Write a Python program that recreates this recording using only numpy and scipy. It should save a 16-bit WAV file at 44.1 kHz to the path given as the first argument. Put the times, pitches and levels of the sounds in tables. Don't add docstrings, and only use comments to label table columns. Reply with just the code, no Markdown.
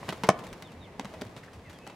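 import sys
import numpy as np
from scipy import signal
from scipy.fft import rfft, irfft, next_fast_len
from scipy.io import wavfile
from scipy.ndimage import uniform_filter1d

SR = 44100
rng = np.random.default_rng(int(sys.argv[2]) if len(sys.argv) > 2 else 0)


def dump_mix(stems):
    frames = np.atleast_2d(stems).T
    limited = np.clip(frames, -1, 1)
    pcm = np.round(limited * 32767).astype(np.int16)
    wavfile.write(sys.argv[1], SR, pcm)


N = 85995
T = np.arange(N) / SR


def amp(db):
    return 10 ** (np.asarray(db) / 20)


def unit(x):
    return x / np.sqrt(np.mean(x ** 2) + 1e-20)


def along(points, hz):
    f, value = np.transpose(points)
    return np.interp(np.log(hz + 1), np.log(f + 1), value)


def envelope(points):
    return amp(np.interp(T, *np.transpose(points)))


def decay(t, t60):
    return np.exp(-np.log(1000) * t / np.maximum(t60, 1e-3))


def add(track, onset, sound):
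    part = track[..., max(round(onset * SR), 0):][..., :sound.shape[-1]]
    part += sound[..., :part.shape[-1]]


def colour(x, spectrum):
    n = x.shape[-1]
    m = 2 * next_fast_len(n)
    gain = amp(along(spectrum, np.fft.rfftfreq(m, 1 / SR)))
    cepstrum = irfft(np.log(gain))
    cepstrum[1:m // 2] *= 2
    cepstrum[m // 2 + 1:] = 0
    return irfft(rfft(x, m) * np.exp(rfft(cepstrum)), m)[..., :n]


def stereo(pair, coherence):
    n = pair.shape[-1]
    likeness = np.clip(along(coherence, np.fft.rfftfreq(n, 1 / SR)), 0, 1)
    angle = np.arccos(likeness) / 2
    mid, side = irfft(rfft(pair) * [np.cos(angle), np.sin(angle)], n)
    return np.array([mid + side, mid - side])


# f/Hz, coherence/1
DIFFUSE_COHERENCE = [(60, 1), (500, 0.96), (1000, 0.83), (2000, 0.43), (6000, 0.087), (14000, 0.31)]
# f/Hz, gain/dB
RUMBLE_SPECTRUM = [(12, -52), (20, -21), (38, -6.5), (104, 2), (248, 0), (319, -3.5), (485, -2.5),
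                   (1090, -9.5), (1400, -17.5), (2020, -15), (3250, -23.5), (12400, -42.5), (16000, -54)]
# t/s, level/dB
RUMBLE_LEVEL = [(0, -46.5), (.45, -46), (.66, -49), (.9, -49), (1.15, -47), (1.5, -51), (1.95, -50.5)]
# t/s, duration/s, f/Hz, level/dB
LOW_SWELLS = [(0.727, 0.24, 79.4, -52.5), (1.206, .11, 102.5, -51.5), (1.541, 0.08, 83, -49),
              (1.655, 0.082, 99, -51.5)]
def rumble():
    noise = colour(rng.standard_normal((2, N)), RUMBLE_SPECTRUM)
    out = envelope(RUMBLE_LEVEL) * unit(stereo(noise, DIFFUSE_COHERENCE))
    for onset, duration, hz, db in LOW_SWELLS:
        arch = np.sin(np.pi * np.clip((T - onset) / duration, 0, 1))
        band = [(hz / 2, -30), (hz, 0), (hz * 2, -30), (hz * 10, -100)]
        swell = arch * colour(rng.standard_normal(N), band)
        out += amp(db) * unit(swell) * np.sqrt(duration * SR / N)
    return out


# f/Hz, T60/s
STANDS_T60 = [(100, 0.98), (600, 0.66), (2000, 0.39), (6000, 0.14), (14000, 0.3)]
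# f/Hz, gain/dB
ECHO_SPECTRUM = [(60, -21), (180, 0), (900, -2.5), (2200, 1), (6000, -0.5), (15000, -11)]
def reverberation(x, stands_db=-17, fences_db=-11, fences_t60=0.07, delay_s=0.008):
    hz, t, bands = signal.stft(rng.standard_normal((2, SR)), SR, nperseg=256)
    damped = bands * decay(t, along(STANDS_T60, hz)[:, None])
    stands = signal.istft(damped, SR, nperseg=256)[1][:, :SR]
    fences = rng.standard_normal((2, SR)) * decay(T[:SR], fences_t60)
    reflections = amp(stands_db) * unit(stands) + amp(fences_db) * unit(fences)
    response = stereo(colour(reflections, ECHO_SPECTRUM), DIFFUSE_COHERENCE) / np.sqrt(SR)
    out = np.zeros((2, N))
    add(out, delay_s, signal.fftconvolve(x.mean(axis=0)[None], response, axes=1))
    return out


# t/s, duration/s, start f/Hz, end f/Hz, level/dB
BIRD_WHISTLES = [(0.46, 0.055, 3910, 3240, -60), (0.632, 0.053, 3870, 3220, -56),
                 (0.664, 0.052, 3350, 2500, -60), (0.8, 0.058, 3940, 3340, -55),
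                 (.835, 0.04, 3500, 2550, -58.5), (0.835, 0.072, 2344, 1810, -60),
                 (1.639, .062, 2230, 1675, -54.5), (1.64, 0.066, 2720, 2540, -62),
                 (1.727, 0.062, 3390, 3150, -61), (1.777, 0.18, 2577, 2640, -58.5)]
def birds(waver_depth=0.01, glide_exponent=1.25):
    out = np.zeros((2, N))
    for onset, duration, start_hz, end_hz, db in BIRD_WHISTLES:
        progress = np.clip((T - onset) / duration, 0, 1)
        waver = unit(uniform_filter1d(rng.standard_normal(N), size=120))
        glide = start_hz + (end_hz - start_hz) * progress ** glide_exponent
        phase = 2 * np.pi * np.cumsum(glide * (1 + waver_depth * waver)) / SR
        out += amp(db) * np.sin(np.pi * progress) * np.sin(phase)
    return out


def grains(n, spread):
    return rng.standard_normal((2, n)) * np.exp(spread * rng.standard_normal(n))


# f/Hz, coherence/1
DIRECT_COHERENCE = [(500, 0.99), (2000, 0.88), (6000, 0.62), (14000, 0.49)]
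def burst(spectrum, t60, spread, snap):
    t = T[:SR // 5]
    shower = grains(len(t), spread) * decay(t, t60)
    shower /= np.linalg.norm(shower, axis=1, keepdims=True)
    shower[0, 0] += snap
    impact = unit(stereo(colour(shower, spectrum), DIRECT_COHERENCE))
    return impact * np.sqrt(SR / 100 / len(t))


# f/Hz, gain/dB
SAND_SPECTRUM = [(500, 6), (1500, 10.5), (4500, 3), (7000, -1.5), (11000, -7), (16000, -15.5)]
# t/s, level/dB
TRICKLE_LEVEL = [(0, -55), (.14, -51.5), (.21, -58), (.32, -60), (.58, -59), (.8, -65), (.97, -67.5),
                 (1.08, -57.5), (1.4, -62.5), (1.62, -64.5), (1.74, -62.5), (1.95, -63)]
# t/s, level/dB, T60/s
SAND_SPRAYS = [(0.1046, -43, 0.014), (.268, -43.5, 0.077), (.390, -45.5, 0.075), (0.439, -47, 0.11),
               (.468, -48, 0.045), (0.529, -45, 0.043), (0.6231, -44.5, 0.034), (0.718, -53.5, 0.1),
               (1.2185, -43, 0.015), (1.251, -55.5, 0.014), (1.374, -50.5, 0.11), (1.434, -54.5, 0.17),
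               (1.532, -51, 0.21), (1.697, -48.5, 0.16), (1.73, -53.5, .1), (1.788, -55.5, 0.0076),
               (1.875, -49.5, 0.011)]
def sand():
    trickle = colour(grains(N, spread=0.85), SAND_SPECTRUM)
    out = envelope(TRICKLE_LEVEL) * unit(stereo(trickle, DIRECT_COHERENCE))
    for onset, db, t60 in SAND_SPRAYS:
        add(out, onset, amp(db) * burst(SAND_SPECTRUM, t60, spread=0.45, snap=0.22))
    return out


# t/s, duration/s, centre f/Hz, level/dB
SAND_SCUFFS = [(1.427, 0.019, 1800, -49.5), (1.476, .02, 1530, -52.5)]
def scuffs(skirt_db=-21):
    out, t = np.zeros((2, N)), T[:SR // 4]
    for onset, duration, hz, db in SAND_SCUFFS:
        band = [(hz / 10, -60), (hz / 2, skirt_db), (hz, 0), (hz * 2, skirt_db), (hz * 10, -60)]
        rub = unit(stereo(colour(grains(len(t), spread=0.56), band), DIRECT_COHERENCE))
        arch = np.sin(np.pi * np.clip(t / duration, 0, 1))
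        add(out, onset, amp(db) * arch * rub)
    return out


def low_cut(x, corner_hz=138):
    return colour(x, [(corner_hz / 4, -36), (corner_hz / 2, -20), (corner_hz, -3), (corner_hz * 2, 0)])


# t/s, f/Hz, level/dB, T60/s
HOLLOW_MODES = [(.0905, 161, -26, 0.055), (.0905, 1550, -32, 0.043), (.0905, 2875, -33, 0.034),
                (.2355, 952, -33, 0.082), (.2385, 445, -27, 0.078), (.243, 2130, -32.5, 0.052),
                (.996, 271, -32, 0.073), (1.137, 638, -41.5, 0.18), (1.219, 600, -31, 0.05),
                (1.219, 253, -27, 0.046), (1.219, 409, -30.5, 0.059)]
def hollow_tones():
    out, t = np.zeros((2, N)), T[:SR // 4]
    for onset, hz, db, t60 in HOLLOW_MODES:
        add(out, onset, amp(db) * decay(t, t60) * np.sin(2 * np.pi * hz * t))
    return out


# f/Hz, gain/dB
CLOP_SPECTRUM = [(100, -10.5), (230, 4), (450, 0.5), (850, 3), (1400, -5.5), (2300, -15), (4000, -27),
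                 (12000, -48)]
# f/Hz, gain/dB
GRIT_SPECTRUM = [(700, -32.5), (2000, 10.5), (3200, 10), (5000, 2.5), (8000, -3.5), (12000, -12),
                 (16000, -18)]
# t/s, thud level/dB, clop level/dB, grit level/dB, T60 of clop and grit/s
FOOTFALLS = [(0.030, -44, -40.5, -75, 0.044), (0.084, -33.5, -36.5, -52, 0.049),
             (0.0903, -37, -35, -36, 0.031), (.096, -28.5, -38, -44, 0.038),
             (0.1252, -59, -35, -47.5, 0.023), (.130, -63, -41, -46.5, 0.021),
             (0.2357, -21.5, -31.5, -35, 0.064), (0.243, -63, -33.5, -50, 0.14),
             (.293, -26.5, -23.5, -39.5, 0.039), (0.9961, -54, -34, -40, 0.018),
             (1.0115, -64, -47, -55, 0.039), (1.047, -31, -42.5, -51, 0.022),
             (1.054, -33.5, -42, -49, 0.026), (1.139, -57, -45.5, -52.5, 0.07),
             (1.213, -37, -50, -45, 0.034), (1.2186, -54, -45, -54, 0.028), (1.266, -34, -66, -56.5, 0.055),
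             (1.365, -31.5, -45.5, -48.5, 0.091), (1.867, -66, -41.5, -50, 0.084),
             (1.899, -68, -45, -53, 0.082)]
def hooves(thud_hz=160.4, thud_t60=0.037, rise_s=0.0022):
    out, t = np.zeros((2, N)), T[:SR // 4]
    thud_envelope = 2 * decay(t, thud_t60) * (1 - np.exp(-t / rise_s))
    for onset, thud_db, clop_db, grit_db, t60 in FOOTFALLS:
        hz = thud_hz * np.exp(0.2 * rng.standard_normal())
        add(out, onset, amp(thud_db) * thud_envelope * np.sin(2 * np.pi * hz * t))
        add(out, onset, amp(clop_db) * burst(CLOP_SPECTRUM, t60, spread=0.31, snap=0.58))
        add(out, onset, amp(grit_db) * burst(GRIT_SPECTRUM, t60, spread=0.49, snap=0.49))
    return out


# f/Hz, relative level/dB, T60/s
WOOD_MODES = [(124, -26, 0.048), (168, -25, 0.026), (214.5, -9.5, 0.047), (395, -7, 0.011),
              (634, -17, 0.053), (745, -1, 0.016), (1055, -7, 0.017), (1175, -15.5, 0.05),
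              (1737, -22.5, 0.068), (2220, -21, 0.051), (3030, -24.5, 0.015), (6300, -44, 0.013),
              (8650, -27.5, 0.014)]
# f/Hz, gain/dB
CRACK_SPECTRUM = [(300, -35), (1200, -9), (2800, -2), (4000, -5.5), (6200, 5.5), (8500, 0), (11000, -7.5),
                  (16000, -32)]
# t/s, relative level/dB
KNOCK_CONTACTS = [(.2885, -8), (0.2905, 2), (0.299, -25), (.3020, -14)]
def knock(ring_db=-3.5, crack_db=-31.5):
    out, t = np.zeros((2, N)), T[:SR // 4]
    for onset, db in KNOCK_CONTACTS:
        ring = sum(amp(mode_db + rng.normal(0, 1)) * np.sin(2 * np.pi * hz * t) * decay(t, t60)
                   for hz, mode_db, t60 in WOOD_MODES)
        crack = burst(CRACK_SPECTRUM, t60=0.0045, spread=0.11, snap=0.63)
        add(out, onset, -amp(db + ring_db) * ring)
        add(out, onset, amp(db + crack_db) * crack)
    return out


def scene(pan_db=0.2, bird_echo_db=4):
    horse = low_cut(hooves() + hollow_tones() + knock()) + sand() + scuffs()
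    song = birds()
    horse_in_arena = (horse + reverberation(horse)) * amp([[pan_db], [-pan_db]])
    song_in_arena = song + amp(bird_echo_db) * reverberation(song)
    return horse_in_arena + song_in_arena + rumble()


def record(dry, cutoff_hz=15900):
    m = next_fast_len(N + SR // 2)
    passband = np.fft.rfftfreq(m, 1 / SR) < cutoff_hz
    return irfft(rfft(np.clip(dry, -1, 1), m) * passband, m)[:, :N]


dry = scene()
out = record(dry)
dump_mix(out)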